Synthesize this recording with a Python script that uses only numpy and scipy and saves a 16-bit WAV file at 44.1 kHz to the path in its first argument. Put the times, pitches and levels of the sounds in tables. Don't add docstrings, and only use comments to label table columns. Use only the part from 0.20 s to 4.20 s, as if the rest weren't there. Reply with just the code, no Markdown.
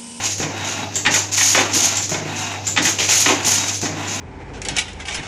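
import sys
import numpy as np
from scipy import signal
from scipy.fft import rfft, irfft
from scipy.io import wavfile

SR = 44100
rng = np.random.default_rng(int(sys.argv[2]) if len(sys.argv) > 2 else 0)


def to_wav(s):
    ch = np.atleast_2d(s).T
    pcm = np.round(np.clip(ch, -1, 1) * 32767)
    wavfile.write(sys.argv[1], SR, pcm.astype(np.int16))


N = 176400
T = np.arange(N) / SR

CYCLE_STARTS_S = [-.962, .753, 2.465]


def undb(db):
    return 10 ** (np.asarray(db) / 20)


def unit(x):
    return x / np.sqrt(np.mean(x ** 2))


def noise():
    return rng.standard_normal(N)


def walk(rate_hz):
    return unit(np.interp(T * rate_hz, np.arange(8192), rng.standard_normal(8192)))


def fade(t60_s):
    return undb(-60 * T / t60_s)


def convolve(x, response):
    return signal.fftconvolve(x, response / np.linalg.norm(response))[:N]


def colour(x, spectrum, size=4096):
    hz, db = np.array(spectrum).T
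    bins_hz = np.maximum(np.arange(size // 2 + 1) * SR / size, 1)
    gain = undb(np.interp(np.log(bins_hz), np.log(hz), db))
    cepstrum = irfft(np.log(gain))
    cepstrum[size // 2:] = 0
    return convolve(x, irfft(np.exp(2 * rfft(cepstrum))))


def resonance(hz, width_hz, drift=0):
    swell = convolve(noise() + 1j * noise(), T * np.exp(-np.pi * width_hz * T))
    phase = 2 * np.pi * np.cumsum(hz * (1 + drift * walk(14))) / SR
    return np.real(swell * np.exp(1j * phase))


def room(x, wet_db):
    def tail():
        white = noise()
        low = signal.sosfilt(signal.butter(2, 2500, fs=SR, output="sos"), white)
        response = low * fade(t60_s=0.38) + (white - low) * fade(t60_s=0.36)
        return convolve(x, response * (T > 0.004))
    turn = 2 * np.pi * T
    return x + undb(wet_db) * (np.cos(turn) * tail() + np.sin(turn) * tail())


def cycled(rows):
    return [(start + s, *rest) for start in CYCLE_STARTS_S for s, *rest in rows
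            if 0 <= start + s < N / SR]


def blows(hits, shape):
    out = np.zeros(N)
    for s, db in hits:
        start, blow = int(s * SR), shape()
        blow = blow * undb(db) * np.sqrt(SR / np.sum(blow ** 2))
        out[start:start + len(blow)] += blow[:N - start]
    return out


def cracks(hits, spectrum, rise_s, t60_s):
    envelope = (np.minimum(T / rise_s, 1) * fade(t60_s))[:SR // 2]
    return colour(blows(hits, lambda: envelope * rng.standard_normal(len(envelope))), spectrum)


def rings(hits, modes, scatter_db=1.8):
    bank = np.array([(undb(db) * fade(t60_s) * np.sin(2 * np.pi * hz * T))[:SR // 2]
                     for hz, db, t60_s in modes])

    def strike():
        signs = rng.choice([-1, 1], len(bank))
        return (signs * undb(scatter_db * rng.standard_normal(len(bank)))) @ bank
    return blows(hits, strike)


def gates(rows, attack_s, release_s):
    power = np.zeros(N)
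    for s, length_s, db in rows:
        attack = 1 - np.exp(-np.maximum(T - s, 0) / attack_s)
        release = np.exp(-np.maximum(T - s - length_s, 0) / release_s)
        power += (undb(db) * attack * release) ** 2
    return np.sqrt(power)


def workshop(hum_hz=100):
    harmonics = [(1, -35.5), (2, -75), (3, -44.5)]  # multiple, level/dB
    wash_spectrum = [(25, -15), (55, -30), (90, 5), (170, 2.5), (270, 0), (500, -2), (850, -9.5),
                     (1500, -20.5), (3000, -16.5), (6500, -6.5), (8500, -43), (14000, -35)]
    hum = sum(undb(db) * np.sqrt(2) * np.sin(2 * np.pi * k * hum_hz * T) for k, db in harmonics)
    wash = undb(-35 + 1.5 * walk(4.1)) * colour(noise(), wash_spectrum)
    return hum * undb(0.5 * walk(5.9)) + wash


def exhaust():
    vents = [(-.02, 0.035, -15), (.152, 0.038, -3.5), (.178, 0.052, -3), (.414, 0.15, 0), (.58, 0.075, -6),
             (.758, 0.013, -9.5), (.778, 0.13, -1), (.92, 0.051, -9), (.996, 0.034, -6.5), (1.06, 0.03, -9),
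             (1.145, 0.05, -11), (1.402, 0.093, -12)]
    bleeds = [(.0, 0.04, -12), (1.114, 0.031, -3.5), (2.782, 0.078, -5)]
    hiss_spectrum = [(200, -33), (800, -31), (1400, -18.5), (2300, -9.5), (3200, -9.5), (5000, -6.5),
                     (6000, 0), (6600, 3), (7300, -3), (8100, -20), (10000, -27.5), (14000, -41)]
    fizz_spectrum = [(3000, -12), (7000, 3), (9000, 3), (11500, -1), (14000, -6)]  # f/Hz, level/dB
    flow = gates(cycled(vents) + bleeds, attack_s=0.0067, release_s=0.042)
    hiss = undb(-15.5 + 0.5 * walk(45)) * flow * colour(noise(), hiss_spectrum)
    fizz = undb(-26 + 2.4 * walk(110)) * flow ** 2 * colour(noise(), fizz_spectrum)
    flutter = undb(1.4 * walk(250))
    return room((hiss + fizz) * flutter, wet_db=-8.5)


def carriage_travel():
    contour = [(0, -19.5), (.7, -0.5), (.8, -1.5), (.98, -0.5), (1.06, -5.5), (1.12, -42), (1.27, -13),
               (1.339, -1), (1.45, -1), (1.6, -1.5), (1.65, -15.5), (1.699, -5.5)]
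    s, db = np.array(contour).T
    return sum(undb(np.interp(T - start, s, db)) * (T >= start) * (T < start + s[-1])
               for start in CYCLE_STARTS_S)


def rails(travel):
    rasp_spectrum = [(100, -23.5), (260, 7), (520, -9), (750, 5), (1040, 1.5), (1220, -4.5), (1450, -1.5),
                     (2000, 0), (2700, -2), (3900, -6.5), (4600, -15), (7000, -6), (9000, -27),
                     (14000, -31)]
    rail_modes = [(870, 180, -3), (1397, 76, -2.5), (2567, 200, -0.5), (2810, 170, -3.5), (3810, 77, -1)]  # f/Hz, width/Hz, level/dB
    rasp = undb(-28.5 + 2 * walk(150)) * colour(noise(), rasp_spectrum)
    sing = sum(undb(db + 2 * walk(8.9)) * resonance(hz, width_hz, drift=0.004)
               for hz, width_hz, db in rail_modes)
    return travel * (rasp + undb(-34.5) * unit(sing))


def bag_crinkle(travel, clicks_per_s=140, spread_db=4):
    spectrum = [(500, -13), (2500, 5), (6500, -9), (8500, -9), (14000, -19)]  # f/Hz, level/dB
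    clicks = (rng.random(N) < clicks_per_s / SR) * undb(spread_db * np.clip(noise(), -2, 2))
    return undb(-43.5) * travel * unit(colour(clicks, spectrum))


def bag_scuff():
    strokes = [(.0, 0.031, -11), (.05, 0.014, -3.5), (.112, 0.0069, -20), (2.785, 0.045, 6),
               (2.885, 0.032, 2.5), (2.96, 0.026, -14), (3.9, 0.022, -26)]
    spectrum = [(150, -8.5), (400, -0.5), (900, -2.5), (1500, -7.5), (2600, 4), (4000, -3.5), (7000, -7.5),
                (9000, -27), (14000, -57)]
    friction = colour(noise() * undb(2.7 * walk(400)), spectrum)
    return undb(-26.5) * gates(strokes, attack_s=0.00087, release_s=0.019) * friction


def bag_swish():
    strokes = [(0, 0.15, 7), (.46, 0.077, 5), (1.75, 0.15, -8), (2.17, 0.055, 5), (3.44, 0.14, 5),
               (3.89, 0.078, 7)]
    spectrum = [(3000, -27), (6600, 8), (8200, -1), (10000, 3), (14000, -18)]  # f/Hz, level/dB
    hiss = undb(-47 + 2 * walk(35)) * colour(noise(), spectrum)
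    return gates(strokes, attack_s=0.012, release_s=0.012) * hiss


def valve_spits():
    spits = [(.003, -2), (.010, -3.5), (.021, -22), (.191, -4), (1.017, -5.5)]
    spectrum = [(1000, -16), (3500, -11.5), (5500, -12.5), (6600, -1.5), (7200, 5.5), (7700, -1),
                (8400, -28.5), (14000, -25.5)]
    spit = undb(-37) * cracks(cycled(spits), spectrum, rise_s=0.00034, t60_s=0.04)
    return room(spit, wet_db=2.5)


def jaw_ticks():
    ticks = [(.181, -3), (1.893, 0.5), (1.901, -17), (3.615, -1), (3.622, -14)]  # t/s, level/dB
    spectrum = [(1500, -8.5), (4500, -7), (6800, 4.5), (8500, -14), (14000, -21)]  # f/Hz, level/dB
    tick = undb(-44.5) * cracks(ticks, spectrum, rise_s=0.0006, t60_s=0.03)
    return room(tick, wet_db=2.5)


def carriage_thumps():
    hits = [(0.013, -10), (.136, -5), (.806, -6.5), (1.162, -0.5), (1.195, -3.5), (1.225, -7), (1.26, -7),
            (1.30, -9)]
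    spectrum = [(60, -17), (150, -0.5), (300, 5), (470, -1), (650, 1.5), (850, 2), (1200, -8.5), (2300, -4),
                (4000, -28), (9000, -71)]
    table_modes = [(153.8, 0, 0.9), (257.7, -7, 0.43), (299, 1.5, 0.41), (375, -3.5, .2), (472, -4.5, 0.29),
                   (531, -11.5, 0.15), (637, -2.5, 0.19)]
    thump = undb(-40.5) * cracks(cycled(hits), spectrum, rise_s=0.002, t60_s=0.14)
    return room(thump, wet_db=-1.5) + undb(-39.5) * rings(cycled(hits), table_modes)


def frame_knocks():
    hits = [(0.098, -6), (.109, 1), (.119, -6), (.187, -4.5), (.205, -6.5), (.425, -8.5), (.457, -5),
            (.594, -2), (.607, -12.5), (.623, -3.5), (0.638, -7), (0.653, -23), (1.19, -12.5)]
    spectrum = [(120, -30), (270, -16), (480, -15), (850, 0.5), (1300, -5.5), (2100, 2), (3600, -5.5),
                (4600, -10), (7000, -9.5), (8500, -23), (14000, -70)]
    frame_modes = [(862, -12, 0.2), (1258, -10.5, 0.2), (1460, -7, 0.14), (1805, -3, 0.15),
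                   (1935, -0.5, 0.11), (2040, -7, 0.13), (2280, -7, 0.12), (2513, 4, 0.063),
                   (2990, -4, 0.12), (3180, -6, 0.095), (3548, -1.5, 0.097), (3790, -7.5, 0.15),
                   (4370, -10, 0.11)]
    knock = undb(-34.5) * cracks(cycled(hits), spectrum, rise_s=0.0012, t60_s=0.071)
    return room(knock, wet_db=-1) + undb(-33.5) * rings(cycled(hits), frame_modes)


def bag_rub():
    strokes = [(.6, 0.075, 0.5), (2.33, 0.077, -3)]  # t/s, length/s, level/dB
    return undb(-30) * gates(strokes, attack_s=0.03, release_s=0.018) * resonance(hz=798, width_hz=190)


def bed_thuds():
    hits = [(.110, -3), (.126, -3.5), (.632, -5), (.79, -7.5)]
    bed_modes = [(180.7, -8.5, 0.34), (254, -3.5, 0.34), (275.3, 1, 0.23)]  # f/Hz, level/dB, t60/s
    return undb(-39) * rings(cycled(hits), bed_modes)


def press_clunks():
    hits = [(.112, -13.5), (0.133, -18), (.178, -19), (.203, -15), (.222, -15), (.455, -17), (.597, -4.5),
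            (.622, -3), (.634, -5.5), (.654, -5), (0.699, -20), (.806, -14)]
    spectrum = [(60, -36), (150, -2.5), (220, -13.5), (300, 10.5), (400, -1), (550, -0.5), (1050, 0.5),
                (1350, -4.5), (1850, -4.5), (3000, -6), (5000, -13), (9000, -42)]
    press_modes = [(293, -4, 0.12), (400, -7, 0.23), (510.6, -5, 0.22), (630, -6, 0.16), (840, -5.5, 0.2),
                   (994, -3, 0.16), (1080, -2, 0.14), (1277, -6, 0.18), (1827, -2, 0.072)]
    clunk = undb(-33) * cracks(cycled(hits), spectrum, rise_s=0.0018, t60_s=0.063)
    return room(clunk, wet_db=-0.5) + undb(-36.5) * rings(cycled(hits), press_modes)


def scene():
    travel = carriage_travel()
    sliding = rails(travel) + bag_crinkle(travel) + bag_scuff() + bag_swish() + bag_rub()
    impacts = jaw_ticks() + carriage_thumps() + frame_knocks() + bed_thuds() + press_clunks()
    return (workshop() + exhaust() + room(sliding, wet_db=-5.5) + valve_spits() + impacts)[None]


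def record(dry):
    headroom, top_hz = 1.25, 14000
    lowpass = signal.ellip(10, 0.2, 80, top_hz, fs=SR, output="sos")
    return signal.sosfilt(lowpass, headroom * np.tanh(dry / headroom))


dry = scene()
out = record(dry)
to_wav(out)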